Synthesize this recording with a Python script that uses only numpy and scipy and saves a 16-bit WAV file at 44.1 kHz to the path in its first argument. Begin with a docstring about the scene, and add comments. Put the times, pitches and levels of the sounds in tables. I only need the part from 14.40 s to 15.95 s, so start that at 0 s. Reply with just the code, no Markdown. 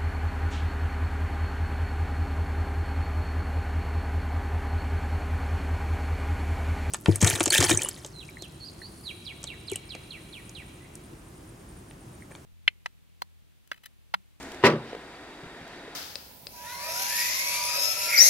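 """At the open tailgate of a car, a stereo pair facing the folding seat across the load space.
The seat back is pushed upright and slams into its catch: the frame thuds and shudders, the
panels clatter, the steel latch rattles shut and the cabin air booms briefly. Loose trim
knocks softly afterwards. Cloth rustles, small ticks and handling bumps sit far down in
level, over a faint outdoor rush with a thin hiss, a whine and a fading hum."""
import sys
import numpy as np
from scipy import signal
from scipy.fft import rfft, irfft, next_fast_len
from scipy.io import wavfile

SR = 44100
rng = np.random.default_rng(int(sys.argv[2]) if len(sys.argv) > 2 else 0)


def put_to_file(sound):
    """Save the sound as 16-bit audio at rate SR, in the file named by the first command-line argument."""
    columns = np.atleast_2d(sound).T  # one column per channel
    safe = np.clip(columns, -1, 1)
    whole_steps = np.round(safe * 32767)
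    wavfile.write(sys.argv[1], SR, whole_steps.astype(np.int16))


N = 68355

# how alike the two microphones hear the open air (frequency [Hz], likeness [0-1])
OUTDOOR_ALIKE = [(60, 0.91), (180, 1), (550, 0.97), (1650, 0.86), (5000, 0.17), (15000, 0.13)]
# how alike they hear sounds from the seat (frequency [Hz], likeness [0-1])
SEAT_ALIKE = [(200, 0.99), (600, 0.99), (1400, 0.72), (3000, 0.32), (12000, 0.24)]
# dense ring of the panels and trim (frequency [Hz], level [dB per Hz])
TRIM_COLOUR = [(30, -56), (70, -18), (120, -10), (200, -5), (300, -8), (520, -2), (730, -11), (1050, -4),
               (1350, -7), (2100, -7.5), (3200, -11), (4000, -17.5), (4800, -18), (7000, -32),
               (16000, -49.5)]
# blows of the seat back on its catch (time [s], level [dB])
BLOWS = [(.2288, -30), (.2373, 2), (.2479, -9), (.26, -6.4), (.2806, -6), (.3063, -20), (.3196, -22),
         (.3333, -10.3)]


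def amp(db):
    """Decibels to gain."""
    return 10 ** (np.asarray(db) / 20)


def unit(x):
    """Scaled to rms 1."""
    return x / np.sqrt(np.mean(x ** 2) + 1e-20)


def along(points, hz):
    """(Hz, value) points on a log axis."""
    f, v = np.transpose(points)
    return np.interp(np.log(hz + 1), np.log(f + 1), v)


def curve(points):
    """(s, value) points, one value per sample."""
    return np.interp(np.arange(N) / SR, *np.transpose(points))


def since(s):
    """Seconds since a moment, zero before it."""
    return np.maximum(np.arange(N) / SR - s, 0)


def strike(t, attack, t60):
    """Fast rise, exponential decay."""
    return (1 - np.exp(-t / attack)) * amp(-60 * t / t60)


def filtered(x, response):
    """x times a complex response of frequency."""
    m = next_fast_len(N + SR // 4)
    return irfft(rfft(x, m) * response(np.fft.rfftfreq(m, 1 / SR)), m)[..., :N]


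def noise(spectrum, alike):
    """Coloured stereo noise of rms 1."""
    def response(hz):
        turn = np.arccos(np.clip(along(alike, hz), -1, 1)) / 2
        return amp(along(spectrum, hz)) * [np.cos(turn), np.sin(turn)]

    mid, side = filtered(rng.standard_normal((2, N)), response)
    return unit(np.array([mid + side, mid - side]))


def ring(modes, t, attack):
    """Struck modes dying away."""
    return sum(amp(db) * np.sin(2 * np.pi * hz * t) * strike(t, attack, t60) for hz, db, t60 in modes)


def outdoors():
    """The open air around the car: a faint rush, wider in the treble."""
    colour = [(20, -12), (65, -9), (115, -11), (160, -5), (195, -7), (275, 0.5), (420, -2), (580, -7),
              (690, -3), (820, -7), (1000, -5), (1120, -11), (1350, -8), (1900, -8), (3100, -17),
              (3800, -15), (4300, -22), (4550, -18), (5400, -25), (6600, -31), (8500, -28), (9500, -34),
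              (15500, -44)]  # the rush (frequency [Hz], level [dB per Hz])
    level = [(0, -42.5), (.2, -43), (.62, -45), (1.0, -45.5), (1.55, -44.5)]  # its drift (time [s], level [dB])
    return amp(curve(level)) * noise(colour, OUTDOOR_ALIKE)


def hiss():
    """A thin hiss, strongest before the slam."""
    colour = [(500, -28), (2500, 0.5), (7000, 6.5), (10000, -2.5), (16000, -15)]  # the hiss (frequency [Hz], level [dB per Hz])
    level = [(0, -51), (.17, -59), (.35, -74), (.6, -64)]  # its fade (time [s], level [dB])
    return amp(curve(level)) * noise(colour, OUTDOOR_ALIKE)


def hum(pitch_hz=67.5):
    """A low hum that fades out."""
    level = [(0, -56), (.2, -53), (.45, -60), (.7, -60), (1.55, -81)]  # its fade (time [s], level [dB])
    return amp(curve(level)) * np.sin(2 * np.pi * pitch_hz * since(0))


def whines():
    """Narrow bands of noise sing faintly in the background."""
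    bands = [(685, 30, 0), (1880, 70, -4), (3400, 150, -13), (3820, 130, -9), (4560, 110, -12),
             (8500, 700, -24)]  # singing bands (centre [Hz], width [Hz], level [dB])
    level = [(0, -61), (.5, -60), (.7, -57.5), (1.55, -55.5)]  # their slow rise (time [s], level [dB])

    def response(hz):
        return sum(amp(db) * np.exp(-((hz - centre) / width) ** 2) for centre, width, db in bands)

    return amp(curve(level)) * unit(filtered(rng.standard_normal(N), response))


def bumps():
    """Faint low handling bumps."""
    hits = [(1.032, -40), (1.058, -44.5), (1.212, -43.5), (1.327, -42.5), (1.388, -51)]  # bumps (time [s], level [dB])
    colour = [(40, -5), (90, -9), (160, 4.5), (230, -12.5), (700, -37), (1500, -13), (3000, -21),
              (12000, -55)]  # their dull tone (frequency [Hz], level [dB per Hz])
    envelope = sum(amp(db) * strike(since(s), attack=.0013, t60=.098) for s, db in hits)
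    return envelope * noise(colour, SEAT_ALIKE)


def ticks():
    """Tiny bright ticks."""
    hits = [(0.028, -37.5), (.118, -38.5), (0.145, -41.5), (0.55, -48), (1.277, -45)]  # ticks (time [s], level [dB])
    colour = [(500, -12), (3000, 6), (8000, 1), (16000, -10)]  # (frequency [Hz], level [dB per Hz])
    envelope = sum(amp(db) * strike(since(s), attack=.0006, t60=.024) for s, db in hits)
    return envelope * noise(colour, SEAT_ALIKE)


def upholstery():
    """Seat cloth brushes softly, each rustle swelling and fading."""
    rustles = [(.11, 0.13, -71), (0.498, 0.1, -51), (1.344, 0.2, -54.5)]  # brushes of cloth (time [s], length [s], level [dB])
    colour = [(150, -32), (450, -4), (800, -2), (2500, 0.5), (4500, -1.5), (7000, -13), (16000, -44)]  # cloth friction (frequency [Hz], level [dB per Hz])
    t = since(0)
    swells = sum(amp(db) * np.exp(-(2 * (t - s) / length) ** 2) for s, length, db in rustles)
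    return swells * noise(colour, SEAT_ALIKE)


def knocks():
    """Loose plastic trim gives dull, well damped knocks, each with a little scuff."""
    hits = [(0.5303, -22.5), (.5490, -22.5), (0.5659, -31), (1.4782, -29)]  # knocks (time [s], level [dB])
    modes = [(335, -34, 0.014), (469, 1, 0.02), (600, -4.5, 0.012)]  # modes of the loose trim (frequency [Hz], level [dB], t60 [s])
    scuff = amp(-10.5) * noise(TRIM_COLOUR, SEAT_ALIKE)
    attack_s = .0013
    out = np.zeros((2, N))
    for s, db in hits:
        t = since(s)
        out += amp(db) * (ring(modes, t, attack_s) + scuff * strike(t, attack_s, t60=.022))
    return out


def trim():
    """Every contact cracks and shakes countless panel modes; the high ones die first."""
    clatter = [(0.228, -35.5), (0.237, -23), (.2420, -16.5), (0.249, -23.5), (0.2623, -21), (0.2792, -26.5),
               (0.299, -28.5), (0.3225, -37.5), (0.336, -41.5), (0.3556, -42.5)]  # contacts of the trim shaken by the slam (time [s], level [dB])
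    decay = [(120, 0.4), (450, 0.42), (1000, 0.28), (2200, 0.13), (5000, 0.14), (14000, 0.14)]  # ring time of the panels (frequency [Hz], t60 [s])
    attack_s, crack_db = .00075, 1  # the crack is relative to the ring that follows
    out = np.zeros((2, N))
    for s, db in clatter:
        hz, t, spectrum = signal.stft(noise(TRIM_COLOUR, SEAT_ALIKE), SR, nperseg=256)
        fade = amp(-60 * np.maximum(t - s, 0) / along(decay, hz)[:, None])
        panels = signal.istft(spectrum * fade, nperseg=256)[1][:, :N]
        rise = 1 - np.exp(-since(s) / attack_s)
        crack = amp(crack_db) * strike(since(s), attack_s, t60=.0083)
        out += amp(db) * (rise + crack) * panels
    return out


def latch():
    """The claw snaps over the striker in a quick bright rattle."""
    snaps = [(0.2445, -32), (0.2515, -20.5), (0.2552, -18.5), (0.2641, -18), (0.2675, -25.5),
             (0.299, -34.5), (0.311, -41)]  # snaps of the steel latch (time [s], level [dB])
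    colour = [(200, -35), (900, -11), (1900, 10.5), (3300, 0), (4900, 0.5), (6300, -7), (8500, -12.5),
              (10000, -17), (11700, -16.5), (13000, -27), (16000, -25)]  # their bright tone (frequency [Hz], level [dB per Hz])
    envelopes = (amp(db) * strike(since(s), attack=.0006, t60=.075) for s, db in snaps)
    return sum(envelope * noise(colour, SEAT_ALIKE) for envelope in envelopes)


def striker():
    """The hardest blow makes the steel striker clank."""
    modes = [(805, -24, .11), (960, -25, .2), (992, -21, .21), (1026, -16, .09), (1157, -22.5, .21),
             (1500, -26.5, .22), (1631, -28, .19), (1853, -22, .15), (1935, -20, .17), (1992, -26, .19),
             (2407, -28, .16), (2624, -28, .17), (2793, -33, .19), (3085, -31, .11)]  # modes of the striker and its bracket (frequency [Hz], level [dB], t60 [s])
    slam_s = max(BLOWS, key=lambda blow: blow[1])[0]
    return amp(1.6) * ring(modes, since(slam_s), attack=.001)


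def seat_frame():
    """Every blow rings the seat frame and sets the cabin air booming."""
    frame_modes = [(154.3, -20.5, .25), (182.6, -28, .27), (228, -20, .19), (254, -32, .25),
                   (307.5, -27.5, .27), (345.7, -24.5, .27), (384, -11, .11), (402.7, -15, .17),
                   (462, -28.4, .3), (529, -32, .28), (580.4, -27.5, .27)]  # modes of the frame (frequency [Hz], level [dB], t60 [s])
    cabin_boom = (126.4, -25.5, .54)  # one mode of the air, same columns
    modes = frame_modes + [cabin_boom]
    return amp(-.4) * sum(amp(db) * ring(modes, since(s), attack=.0015) for s, db in BLOWS)


def scene():
    """From the tailgate, everything reaches the left microphone slightly earlier and louder."""
    low_cut_hz, left_lead_s, tilt_db = 102, .000068, .2
    # the seat radiates little deep bass
    low_cut = signal.butter(4, low_cut_hz, "highpass", fs=SR, output="sos")
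    seat = signal.sosfilt(low_cut, seat_frame() + striker() + trim() + latch() + knocks())
    small_sounds = upholstery() + bumps() + ticks()
    background = outdoors() + hiss() + hum() + whines()
    sides = np.array([[1], [-1]])  # left, right

    def microphones(hz):
        return amp(sides * tilt_db) * np.exp(1j * np.pi * hz * sides * left_lead_s)

    return filtered(background + small_sounds + seat, microphones)


def record(dry):
    """The recorder clips at full scale and keeps nothing above its band limit."""
    return filtered(np.clip(dry, -1, 1), lambda hz: hz < 15750)


dry = scene()
out = record(dry)
put_to_file(out)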